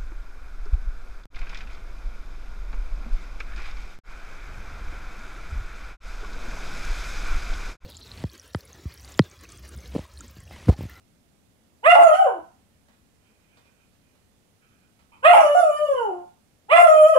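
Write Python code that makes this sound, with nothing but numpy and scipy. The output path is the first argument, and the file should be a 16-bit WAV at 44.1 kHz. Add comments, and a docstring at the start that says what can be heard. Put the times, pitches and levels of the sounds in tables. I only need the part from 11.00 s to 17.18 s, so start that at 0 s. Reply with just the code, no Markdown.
"""A hound bays three times in a wooden-floored living room, a few steps from a small pair of microphones.
Each bay scoops up, cracks into rasp and half tones and slides down; the first two flip to a higher register.
The voice is a stack of overtones shaped by a moving throat, plus noise puffed once per cycle.
After the first bay come soft panting (noise through a mouth) and claws on the boards (bursts of grit).
Near echoes and a tail of sparse taps make the room; steady shaped noise makes its rumble and hiss."""
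import sys
import numpy as np
from scipy import signal
from scipy.fft import rfft, irfft, next_fast_len
from scipy.io import wavfile
from scipy.ndimage import uniform_filter1d, minimum_filter1d

SR = 44100
rng = np.random.default_rng(int(sys.argv[2]) if len(sys.argv) > 2 else 0)


def inscribe(sig):
    """Save sig as 16-bit PCM at rate SR to the path in sys.argv[1].

    A 1-D sig is mono; a 2-D sig holds one channel per row.
    Samples are clipped to [-1, 1] before scaling.
    """
    pcm = np.round(np.clip(np.atleast_2d(sig).T, -1, 1) * 32767)
    wavfile.write(sys.argv[1], SR, pcm.astype(np.int16))


N = 272538

# one list per bay, the held line of the voice: time_s, effort_db, pitch_hz
BAYS = [
    [(.83, -2.5, 701), (.91, 5, 703.3), (.95, -11.5, 720.2), (1.04, -7.5, 686.7), (1.09, -15, 629.4),
     (1.138, -14, 616), (1.144, -12, 730.8), (1.2, -12.5, 776.6), (1.242, -24, 673.8), (1.272, -20, 511.4),
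     (1.33, -45, 365.5), (1.39, -38.5, 327)],
    [(4.225, -7.5, 706.6), (4.33, -4.5, 710), (4.385, -18.5, 678.4), (4.46, -16.5, 587.9),
     (4.546, -18, 582.3), (4.553, -13.5, 722), (4.598, -9, 713.8), (4.625, -22.5, 654),
     (4.71, -20.5, 588.3), (4.83, -23, 606.5), (4.91, -25, 555.2), (5.04, -25.5, 440.9),
     (5.12, -32.5, 356.9), (5.25, -53, 350.3)],
    [(5.685, -9, 700.5), (5.84, -9, 692.9), (5.885, -13.5, 626.4), (6.05, -12, 614.8), (6.085, -10.5, 642),
     (6.12, -18.5, 644.4), (6.143, -12, 614), (6.161, -18.5, 521.8), (6.19, -13, 511.6)],
]
# how each bay begins: scoop_s, scoop_depth (share of pitch), swell_s, top_shine_db, first_rasp_db
STARTS = [(.07, .43, 0.07, 0.5, -10.5), (0.071, 0.361, 0.04, 5.5, -12.5), (.07, .45, .05, 3, -12.5)]
# voice cracks: start_s, length_s, pitch_drop (share), half_tones_db, rasp_db (against the clean tone)
CRACKS = [(.953, .033, .22, 0, -36.5), (1.14, .015, 0.0064, -17.5, -44), (1.37, .03, 0, -4, -25),
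          (4.334, .042, .21, 4, -22), (5.235, 0.033, 0, 1.5, -5), (5.75, .03, 0.00046, -5.5, -19)]
# throat and mouth resonances: centre_hz, width_hz, rounded_db, wide_open_db
THROAT = [(169, 96, -5, -25.5), (359.9, 170, 5.5, -30), (710, 460, 4, -15.5), (771, 171, 3.5, 9),
          (1080, 150, -21.5, -0.5), (1286, 490, -14, -7), (1713, 200, -42.5, -8), (2044, 200, -41, -4),
          (2530, 900, -42, -11.5), (2946, 260, -29, -20), (3418, 300, -52, -25.5), (4690, 750, -58, -39.5),
          (5780, 350, -46.5, -43.5), (7203, 600, -46, -41), (8450, 340, -52, -36), (9940, 510, -46, -33),
          (10560, 370, -49.5, -44), (12246, 600, -59.5, -54)]
# brief dips of the band around the lowest tone: time_s, depth_db, width_s (at half depth)
DIPS = [(0.911, 14.5, 0.022), (0.95, 26.5, 0.007), (1.086, 13.5, 0.0084), (1.108, 9.5, 0.0075),
        (1.175, 16.5, 0.033), (4.426, 24.5, 0.0066), (4.616, 11.5, 0.0083), (4.778, 15, 0.021),
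        (4.881, 18.5, 0.0089), (4.94, 12.5, 0.008), (5.772, 10, 0.0072), (5.824, 25, 0.0052),
        (5.876, 20.5, 0.0086), (6.085, 14, 0.019), (6.116, 11, 0.018), (6.146, 20.5, 0.012)]
# panting puffs: start_s, length_s, level_db, lower_resonance_hz, lower_resonance_db
PANTS = [(2.152, .75, -72, 1440, -3.5), (3.0, 0.25, -77, 1467, -8), (3.59, 0.31, -70.5, 1430, 2.5),
         (4.116, 0.062, -56.5, 1070, 6)]
# upper mouth resonances while panting: centre_hz, width_hz, level_db
PANT_MOUTH = [(2450, 570, 2), (3086, 230, -2)]
# claw scuffs: start_s, level_db, t60_s
CLAWS = [(1.8818, -57, 0.094), (1.9294, -62.5, 0.1), (2.5696, -53, 0.1), (2.6524, -60.5, 0.12),
         (2.9291, -65, 0.14), (3.1494, -65, 0.12), (3.9894, -58.5, 0.13)]
# colour of a claw on the board: freq_hz, level_db
BOARD_COLOUR = [(150, -7.5), (600, 6), (2000, 4), (4000, -1.5), (12000, -19)]
# near echoes off floor and walls: left_s, right_s, left_db, right_db
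ECHOES = [(.0035, .0031, -9.5, -10.5), (.007, .0075, -18.5, -9), (.011, .0104, -18, -8),
          (.016, .0166, -14, -12.5), (.023, .0222, -4, -24.5)]
# decay of the room tail: freq_hz, t60_s
ROOM_DECAY = [(150, 0.28), (400, 0.18), (900, .38), (1500, 0.39), (3000, 0.31), (8000, .28), (15000, 0.39)]
# spectrum shape of rumble and hiss: freq_hz, density_db (per Hz, relative)
FLOOR_COLOUR = [(20, -17), (40, -8.5), (70, 6.5), (130, -4), (220, 0), (350, -9), (600, -11), (1000, -15),
                (2500, -16), (5000, -19.5), (8500, -20), (11000, -23), (13000, -27.5), (15500, -30)]
# left-right likeness of rumble and hiss: freq_hz, likeness (0-1)
FLOOR_LIKENESS = [(60, 0.49), (160, 0.43), (410, 0.43), (1060, 0.023), (2770, 0.0)]
# tone of the left port: freq_hz, level_db
LEFT_TONE = [(100, 1), (600, 1.5), (1200, -4.5), (2000, -8.5), (4000, -13), (8000, -9), (12000, -1)]

SWELL_DB = -40  # a bay swells from this far below its effort
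# the jaw snaps open, then settles; gapes run from 0 rounded to 1 wide open
OPEN_S, CLOSE_S, GAPE_START, GAPE_REST, GAPE_CRACK = 0.039, .09, .4, .22, 0.15
# the lips round as the pitch sinks towards ROUND_HZ; resting gape is reached one span above it
ROUND_HZ, ROUND_SPAN_HZ = 470, 139.3
SHINE_LATE_DB, SHINE_S = -24, 0.12  # the top overtones come in late
RASP_FADE_DB_PER_S, RASP_REST_DB = 199, -49.5  # rest is against the clean tone
SLACK_HZ, SLACK_DB_PER_HZ = 516, 0.2239  # slack folds rasp more below this pitch
HALF_START_DB, HALF_FADE_DB_PER_S, HALF_REST_DB = -28, 50, -44
SNAP_S, BREAK_DB_PER_S, CALM_DB_PER_S = .008, 1999, 401  # a crack breaks in fast and calms slowly
# rms shares of the pitch: start and crack flutter add to the resting one
FLUTTER_START, FLUTTER_S, FLUTTER_REST, FLUTTER_CRACK = 0.014, 0.13, .003, 0.02
SHINE_EDGE_HZ = 4200  # overtones and resonances above this count as the top
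FLOOR_DB = -62
LAG_S = .00025  # sound reaches the right port this much later
CEILING, EDGE_HZ = .9, 15700  # limiter peak, band limit


def dog():
    """The bays: folds give tone and rasp together, driven by effort and silent in between."""
    t = np.arange(N) / SR
    effort_db, pitch_hz, gape, shine_db, rasp_db, half_db, flutter = gestures(t)
    wobble = uniform_filter1d(uniform_filter1d(rng.standard_normal(N), size=120), size=120)
    turns = np.cumsum(pitch_hz * (1 + flutter * evened(wobble))) / SR
    tone = overtones(t, turns, pitch_hz, gape, shine_db, half_db)
    voice = tone + gain_of(rasp_db) * rasp(turns, gape)
    on = sum((t >= rows[0][0]) & (t < rows[-1][0]) for rows in BAYS)
    gate = uniform_filter1d(on * 1., size=350)  # 8 ms edges
    return gain_of(effort_db) * gate * voice


def gestures(t):
    """Effort, pitch, gape, shine, rasp, half tones and flutter, from the age of the bay and its cracks."""
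    time_s, effort_db, held_hz = np.transpose(np.concatenate(BAYS))
    effort_db, held_hz = np.interp(t, time_s, effort_db), np.interp(t, time_s, held_hz)
    starts = np.array([rows[0][0] for rows in BAYS])
    bay = np.maximum(np.searchsorted(starts, t + .05) - 1, 0)  # takes its posture 50 ms ahead
    age = np.maximum(t - starts[bay], 0)
    scoop_s, scoop, swell_s, shine_db, first_db = np.transpose(STARTS)[:, bay]

    start, length, drop, crack_half_db, crack_rasp_db = np.transpose(CRACKS)[..., None]
    cracked = np.clip(np.minimum(t - start, start + length - t) / SNAP_S + .5, 0, 1)
    before, after = np.maximum(start - t, 0), np.maximum(t - start - length, 0)
    away_db = BREAK_DB_PER_S * before + CALM_DB_PER_S * after

    def remaining(span):
        """Falls from 1 to 0 over the first span seconds of a bay."""
        return np.clip(1 - age / span, 0, 1)

    pitch_hz = held_hz * (1 - scoop * remaining(scoop_s) ** 1.6) * (1 - (drop * cracked).sum(0))

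    rest = GAPE_REST * np.clip((held_hz - ROUND_HZ) / ROUND_SPAN_HZ, .12, 2.5)
    gape = rest + (1 - rest) * np.exp(-(np.maximum(age - OPEN_S, 0) / CLOSE_S) ** 2)
    gape = gape - (1 - GAPE_START) * remaining(OPEN_S) ** 2
    gape = gape + GAPE_CRACK * (cracked * (drop > 0)).sum(0)

    # the strongest cause of rasp or half tones wins
    slack_db = RASP_REST_DB + SLACK_DB_PER_HZ * np.maximum(SLACK_HZ - held_hz, 0)
    rasp_db = np.max([first_db - RASP_FADE_DB_PER_S * age, slack_db, *(crack_rasp_db - away_db)], 0)
    fading_db = np.maximum(HALF_START_DB - HALF_FADE_DB_PER_S * age, HALF_REST_DB)
    half_db = np.max([fading_db, *(crack_half_db - away_db)], 0)

    flutter = FLUTTER_REST + FLUTTER_START * np.exp(-age / FLUTTER_S) + FLUTTER_CRACK * cracked.sum(0)
    shine_db = shine_db + SHINE_LATE_DB * remaining(SHINE_S)
    effort_db = effort_db + SWELL_DB * remaining(swell_s) ** 2
    return effort_db, pitch_hz, gape, shine_db, rasp_db, half_db, flutter


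def overtones(t, turns, pitch_hz, gape, shine_db, half_db):
    """Overtones read off the throat, with half tones between them from strong-weak beats of the folds."""
    coarse = slice(0, N, 64)  # slow curves need few points
    tone, power = np.zeros(N), 0
    shape = throat(gape[coarse])
    flicker = rng.standard_normal((48, len(t[coarse])))
    flicker = evened(uniform_filter1d(flicker, size=24, axis=1))
    for k in np.arange(1, 48) / 2:
        is_half = k % 1 > 0
        if k > 8 and is_half:
            continue
        f = k * pitch_hz[coarse]
        level_db = shine_db[coarse] * (f > SHINE_EDGE_HZ)
        level_db = level_db + (half_db[coarse] - 1.1 * k) * is_half
        level_db = level_db - 16.0 * (k < 1)  # the lowest half tone barely radiates
        level_db = level_db + 4.8 * (k > 2) * flicker[int(2 * k)]  # upper overtones flicker, each alone
        height = peaks(shape, f) * gain_of(level_db)
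        power = power + height ** 2 / 2
        tone += np.interp(t, t[coarse], height) * np.cos(2 * np.pi * k * turns + k * k)
    return tone / np.interp(t, t[coarse], np.sqrt(power))


def rasp(turns, gape):
    """Breath noise puffed once a cycle, blended between the rounded and the wide open throat."""
    puffs = (.3 + np.exp(-(turns % 1) / .3)) * rng.standard_normal(N)

    def through(g):
        """The puffs through a fixed gape, tilted up towards the treble."""
        return evened(coloured(puffs, lambda f: peaks(throat(g), f) * gain_of(5.1 * np.log2(f / 700 + .1))))

    rounded, wide = through(0), through(1)
    return rounded + np.clip(gape, 0, 1) * (wide - rounded)


def throat(gape):
    """Resonances for a mouth between rounded and wide open; the high ones sink and spread as it opens."""
    gape = np.clip(gape, 0, 1)
    modes = []
    for f, width, rounded_db, wide_db in THROAT:
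        opening = gape * (f > SHINE_EDGE_HZ)
        level_db = rounded_db + gape * (wide_db - rounded_db)
        modes.append((f * (1 - 0.057 * opening), width * (1 + 2.7 * opening), level_db))
    return modes


def panting():
    """Puffs of turbulent air through the resonances of the dog's mouth."""
    out, air = np.zeros(N), rng.standard_normal(N)
    for s, length, db, hz, low_db in PANTS:
        at = slice(round(s * SR), round((s + length) * SR))
        mouth = [(hz, 550, low_db), *PANT_MOUTH]
        puff = coloured(air[at], lambda f: peaks(mouth, f))
        flow = uniform_filter1d(uniform_filter1d(air[at][::-1], size=1500), size=1500)
        puff = puff * gain_of(3.5 * evened(flow))  # uneven flow
        out[at] += gain_of(db) * evened(puff) * signal.windows.tukey(len(puff), .25)
    return out


def claws():
    """Short scuffs: a burst of grit that swells in a few ms and dies on the board."""
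    out, t = np.zeros(N), np.arange(8000) / SR
    grit = rng.standard_normal((len(CLAWS), len(t)))
    grit = evened(coloured(grit, lambda f: gain_of(read(BOARD_COLOUR, f))))
    swell = np.minimum(t / 0.0023, 1)
    for (s, db, t60), burst in zip(CLAWS, grit):
        out[round(s * SR):][:len(t)] += gain_of(db - 60 * t / max(t60, .02)) * swell * burst
    return out


def dipped(x):
    """Lowers the band of the lowest tone for a moment at each dip."""
    t = np.arange(N) / SR
    dip_db = sum(db * np.exp(-((t - s) / w) ** 2 * np.log(16)) for s, db, w in DIPS)
    low = coloured(x, lambda f: 1 / (1 + ((f - 650) / 260) ** 6))
    return x + (gain_of(-dip_db) - 1) * low


def room(x):
    """Near echoes off floor and walls, then a tail of sparse taps that dies band by band."""
    taps = np.zeros((2, SR // 2))
    at = np.arange(500, SR // 2 - 20, 20) + rng.integers(0, 20, (2, (SR // 2 - 501) // 20))
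    np.put_along_axis(taps, at, rng.choice([-1., 1.], at.shape), 1)
    taps[0] = 2.5 * taps[0] + 0.18 * taps[1]  # the ports share part of the tail
    hz, t, z = signal.stft(taps, SR, nperseg=256)
    decay = gain_of(-60 * t / read(ROOM_DECAY, hz)[:, None])
    tail = signal.istft(z * decay, SR, nperseg=256)[1]
    tail /= np.linalg.norm(tail, axis=1, keepdims=True)  # as strong as the direct sound
    for left_s, right_s, left_db, right_db in ECHOES:
        tail[[0, 1], [round(left_s * SR), round(right_s * SR)]] += gain_of([left_db, right_db])
    return signal.fftconvolve(x[None], tail, axes=1)[:, :N]


def floor():
    """Rumble of the house and hiss: shaped noise, partly alike in both ports, with soft lumps."""
    frames, hz = N // 256 + 5, np.fft.rfftfreq(1024, 1 / SR)
    a, b, c, d, lumps = rng.standard_normal((frames, 513, 5)).T
    lumps = evened(uniform_filter1d(uniform_filter1d(lumps, size=10, axis=0), size=12, axis=1))
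    same = read(FLOOR_LIKENESS, hz)[:, None]
    right = a + 1j * b
    left = same * right + np.sqrt(1 - same ** 2) * (c + 1j * d)
    z = np.array([left, right]) * gain_of(read(FLOOR_COLOUR, hz)[:, None] + .8 * lumps)
    noise = signal.istft(z, nperseg=1024, noverlap=768)[1][:, :N]
    return gain_of(FLOOR_DB) * evened(noise)


def gain_of(db):
    """Decibels to a factor."""
    return 10 ** (np.asarray(db) / 20)


def evened(x):
    """Scales to rms 1."""
    return x / np.sqrt(np.mean(x ** 2) + 1e-20)


def read(points, hz):
    """Reads a spectrum on a log-frequency axis."""
    f, value = np.transpose(points)
    return np.interp(np.log(hz + 1), np.log(f + 1), value)


def peaks(modes, hz):
    """Gain at hz of resonances with steep skirts, summed as power."""
    return np.sqrt(sum(gain_of(2 * db) / (1 + (2 * (hz - f) / w) ** 2) ** 3 for f, w, db in modes))


def coloured(x, gain):
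    """Filters along time by gain(hz)."""
    size = next_fast_len(x.shape[-1] + 2048)
    return irfft(rfft(x, size) * gain(np.fft.rfftfreq(size, 1 / SR)), size)[..., :x.shape[-1]]


def scene():
    """Dog and claws, direct and through the room, over the rumble and hiss."""
    near = dog() + panting() + claws()
    left, right = dipped(near + room(near))
    late_right = coloured(right, lambda f: np.exp(-2j * np.pi * f * LAG_S))
    return np.array([left, late_right]) + floor()


def record(dry):
    """The left port is duller in the upper middle; a limiter holds the peaks; band limit."""
    ports = np.array([coloured(dry[0], lambda f: gain_of(read(LEFT_TONE, f))), dry[1]])
    ports = ports + 0.0085 * ports ** 2  # a slightly lopsided capsule thumps with the level
    headroom = np.minimum(CEILING / (abs(ports).max(0) + 1e-9), 1)
    held = ports * uniform_filter1d(minimum_filter1d(headroom, size=441), size=441)
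    band = signal.firwin(511, EDGE_HZ, window=("kaiser", 9), fs=SR)
    return signal.oaconvolve(held, band[None], "same")


dry = scene()
out = record(dry)
inscribe(out)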